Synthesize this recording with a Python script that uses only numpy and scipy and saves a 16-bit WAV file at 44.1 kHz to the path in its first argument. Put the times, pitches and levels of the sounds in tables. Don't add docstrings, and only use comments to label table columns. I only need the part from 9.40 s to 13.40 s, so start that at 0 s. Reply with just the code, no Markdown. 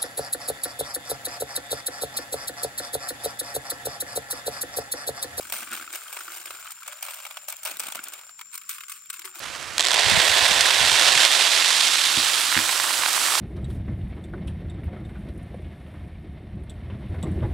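import sys
import numpy as np
from scipy import signal
from scipy.fft import rfft, irfft, next_fast_len
from scipy.io import wavfile

SR = 44100
rng = np.random.default_rng(int(sys.argv[2]) if len(sys.argv) > 2 else 0)


def master(y):
    cut = np.clip(np.atleast_2d(y).T, -1, 1)
    pcm = np.round(cut * 32767)
    wavfile.write(sys.argv[1], SR, pcm.astype(np.int16))


N = 176400
T = np.arange(N) / SR
FFT_SIZE = next_fast_len(N + 8192, real=True)
HZ = np.maximum(np.arange(FFT_SIZE // 2 + 1) * SR / FFT_SIZE, 1)
LANDING_S = .41


def from_db(db):
    return 10 ** (np.asarray(db) / 20)


def unit_rms(x):
    return x / np.sqrt(np.mean(np.abs(x) ** 2) + 1e-20)


def envelope(rows):
    return np.interp(T, *np.transpose(rows))


def over_frequency(points):
    hz, value = np.transpose(points)
    return np.interp(np.log(HZ), np.log(np.maximum(hz, 1)), value)


def flutter(rate_hz):
    hop, warm_up = 40, 2000
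    pole = np.exp(-2 * np.pi * rate_hz * hop / SR)
    noise = rng.standard_normal(N // hop + warm_up + 2)
    slow = signal.lfilter([1], [1, -2 * pole, pole * pole], noise)[warm_up:]
    return np.interp(np.arange(N) / hop, np.arange(len(slow)), unit_rms(slow))


def colour(x, spectrum):
    cepstrum = irfft(np.log(from_db(over_frequency(spectrum))), FFT_SIZE)
    cepstrum[1:FFT_SIZE // 2] *= 2
    cepstrum[FFT_SIZE // 2 + 1:] = 0
    response = unit_rms(np.exp(rfft(cepstrum)))
    return irfft(rfft(x, FFT_SIZE) * response, FFT_SIZE)[..., :N]


def ring(clicks, hz, t60_s):
    pole, step = from_db(-60 / (t60_s * SR)), 2 * np.pi * hz / SR
    return signal.lfilter([0, np.sin(step)], [1, -2 * pole * np.cos(step), pole * pole], clicks + 1e-18)


def clicks_at(start_s, level_db):
    out = np.zeros(N)
    out[np.clip(np.asarray(start_s) * SR, 0, N - 1).astype(int)] = from_db(level_db)
    return out


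def impacts(per_s, spread_db):
    size_db = spread_db * np.minimum(rng.exponential(1, N), 4.14)
    sizes = unit_rms(from_db(size_db)) * rng.choice([-1, 1], N)
    chance = per_s / SR
    return sizes * (rng.random(N) < chance) / np.sqrt(chance)


def contact(clicks, spectrum, ring_s, ring_share):
    pole = np.exp(-2 / (ring_s * SR))
    energy = signal.lfilter([1 - pole], [1, -pole], clicks ** 2 + 1e-18)
    shiver = np.sqrt(energy) * rng.standard_normal((2, N))
    ticks = np.array([clicks, clicks * rng.choice([-1, 1], N)])
    return colour(np.sqrt(1 - ring_share) * ticks + np.sqrt(ring_share) * shiver, spectrum)


# freq_hz, correlation (0 to 1)
CORN_LIKENESS = [(150, .2), (380, .72), (700, .96), (2400, .975), (4400, .92), (8100, .68), (15000, .15)]
# freq_hz, left_minus_right_db
CORN_PAN = [(60, -3), (120, -10), (240, -10), (480, -12), (950, -11.5), (1890, -9.5), (3770, -7.0),
            (7520, -6), (15000, 0.5)]

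def place(pair):
    direct, scattered = rfft(pair, FFT_SIZE)
    alike = over_frequency(CORN_LIKENESS)
    lean = from_db(over_frequency(CORN_PAN) / 2)
    stereo = np.sqrt((1 + alike) / 2) * direct + np.sqrt((1 - alike) / 2) * scattered * [[1], [-1]]
    pan = np.array([lean, 1 / lean]) * 2 / (lean + 1 / lean)
    return irfft(stereo * pan, FFT_SIZE)[:, :N]


# time_s, level_db
BREEZE_LEVEL = [(0, -48), (0.5, -49.5), (0.9, -45.5), (1.7, -47.5), (1.95, -59.5), (4, -55)]
# peak_s, level_db, half_length_s
WIND_PUFFS = [(0.673, -32, 0.014), (0.738, -33, 0.017), (0.79, -32, 0.013), (0.89, -44, 0.025),
              (1.025, -46, 0.011), (1.107, -38, 0.011), (1.19, -40, 0.022), (1.44, -33, 0.02),
              (1.532, -44, 0.013), (1.658, -42, .015), (1.765, -40, .012)]
# freq_hz, level_db
WIND_EQ = [(20, -34), (45, -4), (75, 2), (150, -4), (250, -12), (400, -23), (1000, -83)]

def wind():
    puffs = sum(from_db(db) * np.exp(-((T - peak_s) / half_s) ** 2 / 2)
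                for peak_s, db, half_s in WIND_PUFFS)
    strength = from_db(envelope(BREEZE_LEVEL)) + puffs
    shared, left, right = colour(rng.standard_normal((3, N)), WIND_EQ)
    return strength * np.array([.5 * left - 0.42 * shared, .5 * right + 0.91 * shared])


# start_s, level_db, pitch_hz, left_minus_right_db
EDDIES = [(0.67, -26, 95, -10), (0.7177, -16, 220, 7.5), (0.7368, -22.5, 130, 14),
          (0.7718, -17.5, 165, 10.5), (0.899, -27, 85, -11), (1.02, -23, 90, -6), (1.1126, -21.5, 200, 7),
          (1.4115, -26, 140, -9), (1.427, -21, 130, -6.5), (1.521, -28, 95, -10), (1.76, -24, 149, -7.5)]

def wind_buffets():
    decay_cycles = 6.2
    out = 0
    for start_s, db, hz, lean_db in EDDIES:
        swing = ring(clicks_at([start_s], db), hz, t60_s=decay_cycles / hz)
        out = out + swing * from_db([[lean_db / 2], [-lean_db / 2]]) * [[-1], [1]]
    return signal.sosfilt(signal.butter(2, [45, 330], "band", fs=SR, output="sos"), out)


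# start_s, level_db
BASIN_HITS = [(2.7733, -31), (3.1655, -31), (3.178, -34)]
# pitch_hz, level_db, t60_s
BASIN_MODES = [(94, -7, 0.31), (123, -2, .07), (158, 2, 0.086), (243, 7, 0.097), (318, 2.5, 0.19)]

def basin_bumps():
    boom = sum(ring(clicks_at([start_s], db + mode_db), hz, t60_s)
               for start_s, db in BASIN_HITS for hz, mode_db, t60_s in BASIN_MODES)
    low_band = signal.butter(2, [75, 400], "band", fs=SR, output="sos")
    return signal.sosfilt(low_band, boom) * from_db([[-13], [.8]])


# freq_hz, level_db
SLIDE_EQ = [(100, -18), (250, -10), (450, -8), (600, -3), (760, -6.5), (1300, -1), (2700, -3.5), (5200, -7),
            (6300, -9.5), (7600, -9.5), (10000, -15), (15500, -30)]

def rim_slide():
    level_db = -35 + flutter(rate_hz=27)
    clicks = impacts(per_s=3500, spread_db=3.0) * from_db(level_db)
    return contact(clicks, SLIDE_EQ, ring_s=0.0039, ring_share=0.8)


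# start_s, level_db, pitch_hz
FOLD_HITS = [(3.118, -13, 1300), (3.126, -9.5, 1700), (3.145, -10, 2100), (3.154, -8, 1910),
             (3.168, -10, 1850), (3.175, -5.5, 1900), (3.190, -10, 1900), (3.203, -13, 1400),
             (3.2923, -6.5, 1870), (3.296, -12, 1600), (3.327, -11, 3400), (3.3993, -7.5, 1500),
             (3.402, -15, 1000), (3.442, -10, 1400), (3.507, -11.5, 1000), (3.541, -13, 2520),
             (3.622, -10, 1810), (3.634, -10.5, 1130), (3.636, -8.5, 3400), (3.657, -12, 2610),
             (3.661, -7, 1750), (3.686, -11.5, 1450), (3.778, -11.5, 1150), (3.863, -14, 1640),
             (3.885, -11.5, 1080), (3.922, -13, 1200), (3.953, -10, 1100), (3.937, -13, 900),
             (3.978, -12, 950)]

def fold_pops():
    pop_cycles, stray_cycles = 6.1, 7.7
    pops = sum(ring(clicks_at(start_s, db), hz, pop_cycles / hz) for start_s, db, hz in FOLD_HITS)
    start_s, db, _ = np.transpose(FOLD_HITS)
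    pops += ring(clicks_at(start_s, db - 18), hz=1053, t60_s=0.025)
    stray_pitches_hz = np.geomspace(750, 2000, 8)
    strays_per_s = envelope([(1.1, 0), (3.6, 180)])
    for hz in stray_pitches_hz:
        struck = rng.random(N) < strays_per_s / len(stray_pitches_hz) / SR
        stray_db = -26 + 3.8 * rng.standard_normal(N)
        pops += ring(struck * from_db(stray_db), hz, stray_cycles / hz)
    low_cut = signal.butter(2, 1050, "high", fs=SR, output="sos")
    return signal.sosfilt(low_cut, pops) * from_db([[-4], [5.5]])


# freq_hz, level_db
CRINKLE_EQ = [(300, -33), (700, -12), (1100, -3), (2000, 1), (3800, 1), (5500, -10), (16000, -35)]

def fold_crinkles():
    start_s, db, _ = np.transpose(FOLD_HITS)
    return contact(clicks_at(start_s, db + 8.5), CRINKLE_EQ, ring_s=0.0031, ring_share=0.93)


# time_s, level_db, hits_per_s
HEAP_BUILD = [(0.45, -44, 860), (0.8, -29, 2600), (1.6, -30, 4800), (2.4, -31.5, 6600), (3.0, -25.5, 13000),
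              (3.5, -24.5, 15800), (4.0, -22.5, 17000)]
# freq_hz, level_db
HEAP_EQ = [(180, -43), (300, -15), (519, -16.5), (565, -20), (603, -11), (1060, -4.5), (2170, -6),
           (3830, -4), (6000, -6), (6650, -7), (7450, -4.5), (8360, -4), (13300, -13), (16000, -21)]

def heap_hiss():
    time_s, db, per_s = np.transpose(HEAP_BUILD)
    clicks = impacts(np.interp(T, time_s, per_s), spread_db=4.0)
    level_db = np.interp(T, time_s, db) + 0.8 * flutter(rate_hz=45)
    clicks *= from_db(level_db) * (T > LANDING_S)
    return contact(clicks, HEAP_EQ, ring_s=.001, ring_share=0.4)


# start_s, crack_db, knock_db
SNAP_HITS = [(0.3811, 7, -11), (0.3948, -4, 6), (0.4016, -11, 3), (0.4074, 4, 2), (0.4182, -7, -3),
             (0.4262, -15, -1), (0.4378, -7, -10), (0.441, -8, -11), (0.4457, -11, 2), (0.4515, -0.5, 1),
             (0.463, -14, 1), (0.4696, 1, 4.5), (0.476, -11, -1), (0.485, -1, 3), (0.4965, -11, -1),
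             (0.5075, -3, 2), (0.516, 2, -5), (0.53, -7, -1), (0.534, -6, -2), (0.5428, 3.5, 1),
             (0.5475, -2, -8), (0.6997, 4, -9), (0.916, 0, -4), (1.2086, 8, 5), (1.213, 2, 2),
             (1.265, 1, -6), (1.634, -3, -2), (1.8503, 2, 7), (2.3685, -2, -6), (2.653, 0, -6)]
# freq_hz, level_db
CRACK_EQ = [(200, -40), (600, -10.5), (1500, -8), (3700, -2), (6000, -3.5), (8000, -4), (11000, -11.5),
            (16000, -31)]
# freq_hz, level_db
BARE_TARP_EQ = [(180, -39.5), (300, -15.5), (337, -17.5), (379, -10.5), (478, -12.5), (511, -8), (614, -7),
                (656, -3), (828, -6), (1040, -3.5), (1190, -9.5), (1530, -4), (1810, -1), (2440, -4),
                (2650, -2), (3080, -3), (3450, 0.5), (5600, -8), (6750, -12), (7500, -9.5), (8400, -11),
                (15000, -38), (16000, -35)]

def kernel_snaps():
    start_s, crack_db, knock_db = np.transpose(SNAP_HITS)
    knock_clicks = clicks_at(start_s, knock_db)
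    crack = contact(clicks_at(start_s, crack_db), CRACK_EQ, ring_s=0.0013, ring_share=0.83)
    knock = contact(knock_clicks, BARE_TARP_EQ, ring_s=0.0021, ring_share=0.94)
    tail = contact(knock_clicks, BARE_TARP_EQ, ring_s=0.02, ring_share=0.87)
    return crack + knock + from_db(-6.5) * tail


# time_s, level_db
RATTLE_LEVEL = [(0.42, -32), (0.475, -31), (0.5, -23.5), (0.58, -19.5), (0.8, -17.5), (0.95, -18.5),
                (1.1, -19), (1.35, -19), (1.65, -16.5), (1.84, -16.5), (1.95, -18.5), (2.35, -19),
                (2.7, -21.5), (2.85, -21.5), (3.05, -25), (3.17, -26.5), (3.27, -30), (4.0, -35.5)]
# freq_hz, level_db
COVERED_TARP_EQ = [(200, -32.5), (400, -22.5), (650, -15), (1050, -9), (1500, -6), (2000, -4.5),
                   (3000, -1.5), (3450, 1), (4300, -1.5), (5200, -4.5), (6700, -8), (7500, -7.5),
                   (8500, -8.5), (11000, -16.5), (16000, -39)]

def tarp_rattle():
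    per_s = envelope([(LANDING_S, 700), (LANDING_S + .4, 7500)])
    dip_db = 5.5 * np.exp(-((T - 1.887) / 0.014) ** 2)
    clumps_db = 1.02 * flutter(rate_hz=76)
    level_db = envelope(RATTLE_LEVEL) - dip_db + clumps_db
    clicks = impacts(per_s, spread_db=3.5) * from_db(level_db) * (T > LANDING_S)
    cover = envelope([(1.06, 0), (2.51, 1)])
    bare = contact(clicks * np.sqrt(1 - cover), BARE_TARP_EQ, ring_s=0.0014, ring_share=0.46)
    covered_clicks = clicks * np.sqrt(cover) * rng.choice([-1, 1], N)
    covered = contact(covered_clicks, COVERED_TARP_EQ, ring_s=0.002, ring_share=0.34)
    return bare + covered


def scene():
    corn = rim_slide() + tarp_rattle() + heap_hiss() + kernel_snaps() + fold_crinkles()
    return place(corn) + fold_pops() + basin_bumps() + wind() + wind_buffets()


def record(dry):
    ceiling, cutoff_hz = .92, 16550
    rounded = dry / (1 + (dry / ceiling) ** 4) ** .25
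    return signal.sosfilt(signal.cheby2(16, 70, cutoff_hz, fs=SR, output="sos"), rounded)


dry = scene()
out = record(dry)
master(out)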